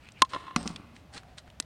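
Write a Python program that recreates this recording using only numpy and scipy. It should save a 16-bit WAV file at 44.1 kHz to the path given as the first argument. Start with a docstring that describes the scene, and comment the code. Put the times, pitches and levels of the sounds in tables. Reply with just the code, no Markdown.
"""Paddle and rebound panel on a paved street

One microphone near the play, house fronts farther off. A hard paddle pops a hollow plastic ball
against an upright panel, which booms while its loose frame rattles; the ball drops back on the
asphalt, and the houses echo the blows. Shoes scuff and click on grit, over a quiet outdoor rumble."""
import sys
import numpy as np
from scipy import signal
from scipy.fft import rfft, irfft
from scipy.io import wavfile

SR = 44100
rng = np.random.default_rng(int(sys.argv[2]) if len(sys.argv) > 2 else 0)


def store_wav(level_fs):
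    """Save 16-bit WAV to argv[1]."""
    pcm = np.round(np.clip(np.atleast_2d(level_fs), -1, 1) * 32767)
    wavfile.write(sys.argv[1], SR, pcm.T.astype(np.int16))


N = 72765
T = np.arange(N) / SR
SHORT_T = T[:2048]
HZ = np.fft.rfftfreq(N, 1 / SR)
PADDLE_S, PANEL_S, BOUNCE_S = .2199, .5617, 1.6004

# Modes of the ball's three contacts: on the paddle, the panel and the asphalt.
# Each row: frequency in Hz, level in dB, seconds to fall 60 dB.
PADDLE_MODES = [(245, -19.5, 0.031), (1052, -5, 0.053), (1290, -13, 0.016), (1662, -14.5, 0.015),
                (2200, -15, 0.016), (2657, -9.5, 0.012), (3247, -7.5, 0.014), (3566, -4.5, 0.011),
                (4170, -6.5, .012), (5080, -14, 0.013), (6120, -20.5, 0.008), (6570, -13.5, 0.011),
                (7590, -27.5, .008), (9040, -17, 0.013)]
PANEL_MODES = [(89, -56, 0.46), (119, -44.5, 0.53), (172.6, -37, 0.5), (230.5, -30, 0.22), (210, -7, 0.024),
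               (273.7, -37, 0.34), (389.5, -44.5, 0.27), (579, -42, 0.22), (726, -36, 0.15),
               (1160, -11.5, 0.017), (1336, -20.5, 0.02), (2025, -18, 0.018), (2500, -22.5, 0.018),
               (4170, -24, 0.02), (5670, -25.5, 0.014), (8980, -29.5, 0.016)]
BOUNCE_MODES = [(272, -24.5, 0.017), (1510, -35, 0.014), (1806, -31, 0.018), (2010, -38, 0.025),
                (2700, -30, 0.011), (3990, -29, 0.016), (4920, -26.5, 0.01), (6100, -45, 0.013),
                (7480, -32, 0.013), (8300, -23, 0.015), (9850, -44, 0.038)]
# Spectra of each contact's crack and of the frame's buzz. Each row: frequency in Hz, relative dB.
PADDLE_CRACK_SPECTRUM = [(50, 1.5), (250, -6.5), (600, -19), (1100, 0.5), (4000, -10.5), (6000, -12),
                         (9300, -20), (11000, -27.5), (16000, -46)]
PANEL_CRACK_SPECTRUM = [(50, -20), (200, 0), (500, -13.5), (1200, 7.5), (3200, -8.5), (5000, 3),
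                        (9000, -12.5), (11000, -22), (16000, -44)]
BOUNCE_CRACK_SPECTRUM = [(50, -18), (200, 3), (800, -10), (2000, -5), (4500, -0.5), (8500, 3.5),
                         (10500, -14), (12500, -27), (16000, -42)]
FRAME_SPECTRUM = [(150, 19), (400, 10.5), (750, 13), (1300, 12.5), (2000, 3.5), (3800, 2.5), (5200, 7),
                  (7000, -8.5), (9300, -9), (11000, -22), (16000, -45)]
# Shoe scuffs. Each row: peak time, rise and fall in seconds, level in dB, tilt in dB per octave.
SHOE_SCUFFS = [(.045, 0.034, 0.091, -60.5, -2), (0.202, 0.021, 0.027, -59, -1.5),
               (0.295, 0.0037, 0.059, -52.5, 1), (.345, .03, 0.098, -56.5, -0.5),
               (.672, 0.015, 0.042, -48, 4), (.97, 0.026, 0.026, -61, 1.5),
               (1.146, 0.014, 0.019, -47.5, 1.5), (1.177, 0.026, 0.013, -44, -1.5),
               (1.383, 0.007, 0.0088, -45.5, 1), (1.30, .04, .04, -60.5, -4),
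               (1.478, 0.014, 0.012, -57, -4)]
# Grit snapping underfoot. Each row: start in seconds, level in dB, centre in Hz, seconds to fall 60 dB.
GRIT_CLICKS = [(0.0879, -37, 2100, 0.011), (.1203, -46.5, 7200, 0.013), (0.6295, -38.5, 7140, 0.01),
               (0.6761, -23.5, 4990, .011), (0.7607, -32.5, 3400, 0.021), (0.9649, -42.5, 2410, 0.016),
               (1.1774, -37.5, 4400, 0.024), (1.2336, -48.5, 1200, 0.013), (1.3822, -39, 4100, 0.04),
               (1.5013, -44.5, 3010, 0.011), (1.6251, -47, 4300, .022)]
# Spectra of a dragging sole and of snapping grit. Each row: frequency in Hz, relative dB.
SOLE_SPECTRUM = [(80, -7.5), (250, 2), (600, -9), (1500, 5.5), (2600, 0.5), (4300, 1.5), (6300, -7.5),
                 (9200, -6), (10800, -40), (16000, -31)]
GRIT_SPECTRUM = [(100, -20), (700, -6), (1800, 1.5), (9000, -6.5), (11000, -22.5), (16000, -33)]
# Soft footfalls, swishes of the swing and far-off hoots.
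# Each row: peak time and half-width in seconds, level in dB, centre in Hz.
SOFT_FOOTFALLS = [(.35, 0.021, -43.5, 494), (.661, 0.0063, -37.5, 340), (1.165, 0.022, -51, 290)]
SWING_SWISHES = [(.065, 0.045, -59, 2550), (.178, 0.024, -55, 2550)]
FAR_HOOTS = [(1.145, 0.032, -53.5, 802), (1.285, 0.081, -59.5, 740), (1.35, 0.33, -66, 610),
             (1.46, 0.043, -64, 722)]
# Echoes reaching the microphone from the ground and house fronts.
# Each row: delay in seconds, level in dB, low-pass cutoff in Hz, scattered share of the energy.
PADDLE_REFLECTIONS = [(.029, -32.5, 8100, 0.2), (0.1145, -18.5, 3940, 0.43), (.127, -21, 3500, 0.18),
                      (.1415, -16.5, 1270, .1), (.22, -35, 2000, 0.41), (.247, -31.5, 2470, 0.23),
                      (0.26, -25.5, 1590, .3), (.289, -27, 1500, 0.097)]
PANEL_REFLECTIONS = [(.094, -10.5, 900, 0.82), (0.14, -12, 506, 0.19), (.235, -24, 900, .5)]
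# Decay of the street's diffuse tail. Each row: frequency in Hz, seconds to fall 60 dB.
STREET_T60 = [(100, 0.7), (300, 1.87), (1000, 1), (3000, 1.5), (6000, 0.44), (12000, 1)]
# Spectra of that tail and of the outdoor rumble. Each row: frequency in Hz, relative dB.
STREET_SPECTRUM = [(100, -4.5), (300, 5.5), (600, 8), (1000, -0.5), (2000, 0.5), (4000, -5), (8000, -8.5),
                   (14000, -5)]
AIR_SPECTRUM = [(20, -40), (32, -20), (48, -7), (65, 2), (120, -3.5), (230, -10), (330, -18.5), (600, -16),
                (950, -19), (1600, -24), (2600, -26), (4500, -31.5), (7500, -38.5), (9200, -41),
                (11000, -42.5), (16000, -47)]


def paddle():
    """The loud pop: the face rings and cracks. More of the crack is thrown forward, to the houses."""
    face = ring(PADDLE_S, PADDLE_MODES, lag_s=.0013)
    crack = snap(PADDLE_S, PADDLE_CRACK_SPECTRUM, t60=.013)
    pop = face + amp(-10) * crack
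    thrown = face + amp(-7) * crack
    ground = amp(-31) * delayed(pop, .0028)
    return pop + ground + echoes(thrown, PADDLE_REFLECTIONS, smear_t60=.05) + amp(-26) * street(thrown)


def panel():
    """The ball knocks the panel, which booms while its loose frame buzzes and rings."""
    boom = ring(PANEL_S, PANEL_MODES, lag_s=.00063)
    crack = snap(PANEL_S, PANEL_CRACK_SPECTRUM, t60=.019)
    buzz = unit(colour(grains(per_s=3300, spread_db=2), FRAME_SPECTRUM)) * decay(.86)
    buzz *= decay(.38, np.maximum(T - .14, 0))  # dies faster after 0.14 s
    zing = band(8340, width_hz=260) * np.minimum(T / .042, 1) ** 2 * decay(.24)
    frame = delayed(amp(-41.5) * buzz + amp(-43) * zing, PANEL_S)
    hit = boom + amp(-18) * crack + frame
    return hit + echoes(hit, PANEL_REFLECTIONS, smear_t60=.059) + amp(-23.5) * street(hit)


def bounce():
    """The returning ball clacks on the asphalt and reaches the microphone dry."""
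    shell = ring(BOUNCE_S, BOUNCE_MODES, lag_s=.00056)
    return shell + amp(-17.5) * snap(BOUNCE_S, BOUNCE_CRACK_SPECTRUM, t60=.011)


def shoes():
    """Soles drag over rough asphalt; single pieces of grit snap."""
    out = np.zeros(N)
    lead_s = .1
    t = T[:SR // 3] - lead_s  # zero at the scuff's peak
    for peak_s, rise, fall, db, tilt_db in SHOE_SCUFFS:
        stroke = np.where(t < 0, np.exp(-(t / rise) ** 2), np.exp(-abs(t) / fall))
        rub = unit(colour(grains(per_s=5000, spread_db=3, size=len(t)), SOLE_SPECTRUM, tilt_db))
        out += amp(db) * delayed((stroke * rub)[t > -peak_s], peak_s - lead_s)
    for start_s, db, hz, t60 in GRIT_CLICKS:
        out += amp(db) * snap(start_s, GRIT_SPECTRUM, t60, peak_hz=hz, peak_db=13.5)
    return out + amp(-24.5) * street(out)


def player():
    """Shoes scuff, feet land softly and the swing swishes through the air."""
    return shoes() + swells(SOFT_FOOTFALLS, width_hz=410) + swells(SWING_SWISHES, width_hz=760)


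def echoes(x, reflections, smear_t60):
    """Each surface sends a duller, partly scattered copy back to the microphone."""
    response = np.zeros(N)
    for delay_s, db, cutoff_hz, share in reflections:
        scatter = rng.standard_normal(len(SHORT_T)) * decay(smear_t60, SHORT_T)
        path = np.sqrt(share) * scatter / np.linalg.norm(scatter)
        path[0] += np.sqrt(1 - share)  # the mirror-like part
        dulled = signal.lfilter(*signal.butter(2, cutoff_hz, fs=SR), path)
        response += amp(db) * delayed(dulled, delay_s)
    return signal.fftconvolve(x, response)[:N]


def street(x, delay_s=.072, build_s=.047):
    """Houses and trees farther off scatter the sound into a late diffuse tail."""
    hz, t, bands = signal.stft(rng.choice([-1., 1.], N), SR, nperseg=256)
    bands = bands * decay(curve_at(STREET_T60, hz)[:, None], t)
    bands *= amp(curve_at(STREET_SPECTRUM, hz))[:, None]
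    tail = signal.istft(bands, SR, nperseg=256)[1][:N] * np.minimum(T / build_s, 1)
    return delayed(signal.fftconvolve(x, tail / np.linalg.norm(tail))[:N], delay_s)


def outdoor_air():
    """A quiet steady rumble, with faint hoots in the distance."""
    rumble = amp(-56) * colour(rng.standard_normal(N), AIR_SPECTRUM)
    return rumble + swells(FAR_HOOTS, width_hz=79)


def ring(start_s, modes, lag_s, build_cycles=.67):
    """Struck modes swell and decay; slower bending waves let the low ones start later."""
    out = np.zeros(N)
    for hz, db, t60 in modes:
        t = np.maximum(T[T < 2 * t60] - lag_s / (1 + hz / 1000), 0)
        attack = 1 - np.exp(-hz * t / build_cycles)
        out[:len(t)] += amp(db) * attack * decay(t60, t) * np.sin(2 * np.pi * hz * t)
    return delayed(out, start_s)


def snap(start_s, spectrum, t60, **peak):
    """A hard contact: a burst of coloured noise that dies at once."""
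    lead = len(SHORT_T) // 8  # room for the filter to spread ahead of the burst
    burst = np.pad(rng.choice([-1., 1.], len(SHORT_T)) * decay(t60, SHORT_T), (lead, 0))
    return delayed(colour(burst, spectrum, **peak), start_s - lead / SR)


def grains(per_s, spread_db, size=N):
    """A random train of tiny impacts of uneven size."""
    strength = rng.standard_normal(size) * amp(spread_db * np.minimum(rng.exponential(1, size), 4))
    return strength * (rng.random(size) < per_s / SR)


def swells(rows, width_hz):
    """Soft noises that each swell and fade in one resonance."""
    return sum(amp(db) * np.exp(-((T - peak_s) / half_width_s) ** 2) * band(hz, width_hz)
               for peak_s, half_width_s, db, hz in rows)


def band(hz, width_hz):
    """Noise in one resonance."""
    return unit(irfft(rfft(rng.standard_normal(N)) / (1 + (2 * (HZ - hz) / width_hz) ** 2), N))


def colour(x, spectrum, tilt_db=0, peak_hz=1000, peak_db=0, peak_octaves=.59):
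    """Filters by a spectrum, a tilt per octave and one broad peak; white noise keeps its level."""
    hz = np.fft.rfftfreq(len(x), 1 / SR)
    octaves = np.log2((hz + 1) / peak_hz)
    bump_db = peak_db * np.exp(-(octaves / peak_octaves) ** 2)
    gain = amp(curve_at(spectrum, hz) + tilt_db * octaves + bump_db)
    return irfft(rfft(x) * unit(gain), len(x))


def curve_at(points, hz):
    """Interpolates a table on a log-frequency axis."""
    point_hz, value = np.transpose(points)
    return np.interp(np.log(hz + 1), np.log(point_hz + 1), value)


def decay(t60, t=T):
    """Falls 60 dB in t60 seconds."""
    return np.exp(-np.log(1000) * t / t60)


def delayed(x, start_s):
    """Starts x at start_s, or at zero if that is negative."""
    return np.pad(x, (max(round(start_s * SR), 0), max(N - len(x), 0)))[:N]


def amp(db):
    """Decibels to gain."""
    return 10 ** (np.asarray(db) / 20)


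def unit(x):
    """Scales to rms 1."""
    return x / np.sqrt(np.mean(x ** 2) + 1e-20)


def scene():
    """One stroke and its return, heard in mono from one spot on the street."""
    background = outdoor_air() + player()
    return (paddle() + panel() + bounce() + background)[None]


def record(dry, ceiling=.95, cutoff_hz=16300):
    """The microphone chain rounds off the loudest peak, then cuts the top of the treble."""
    rounded = dry / (1 + (dry / ceiling) ** 6) ** (1 / 6)
    lowpass = signal.firwin(255, cutoff_hz, window=("kaiser", 9), fs=SR)
    return signal.oaconvolve(rounded, lowpass[None], "same")


dry = scene()
out = record(dry)
store_wav(out)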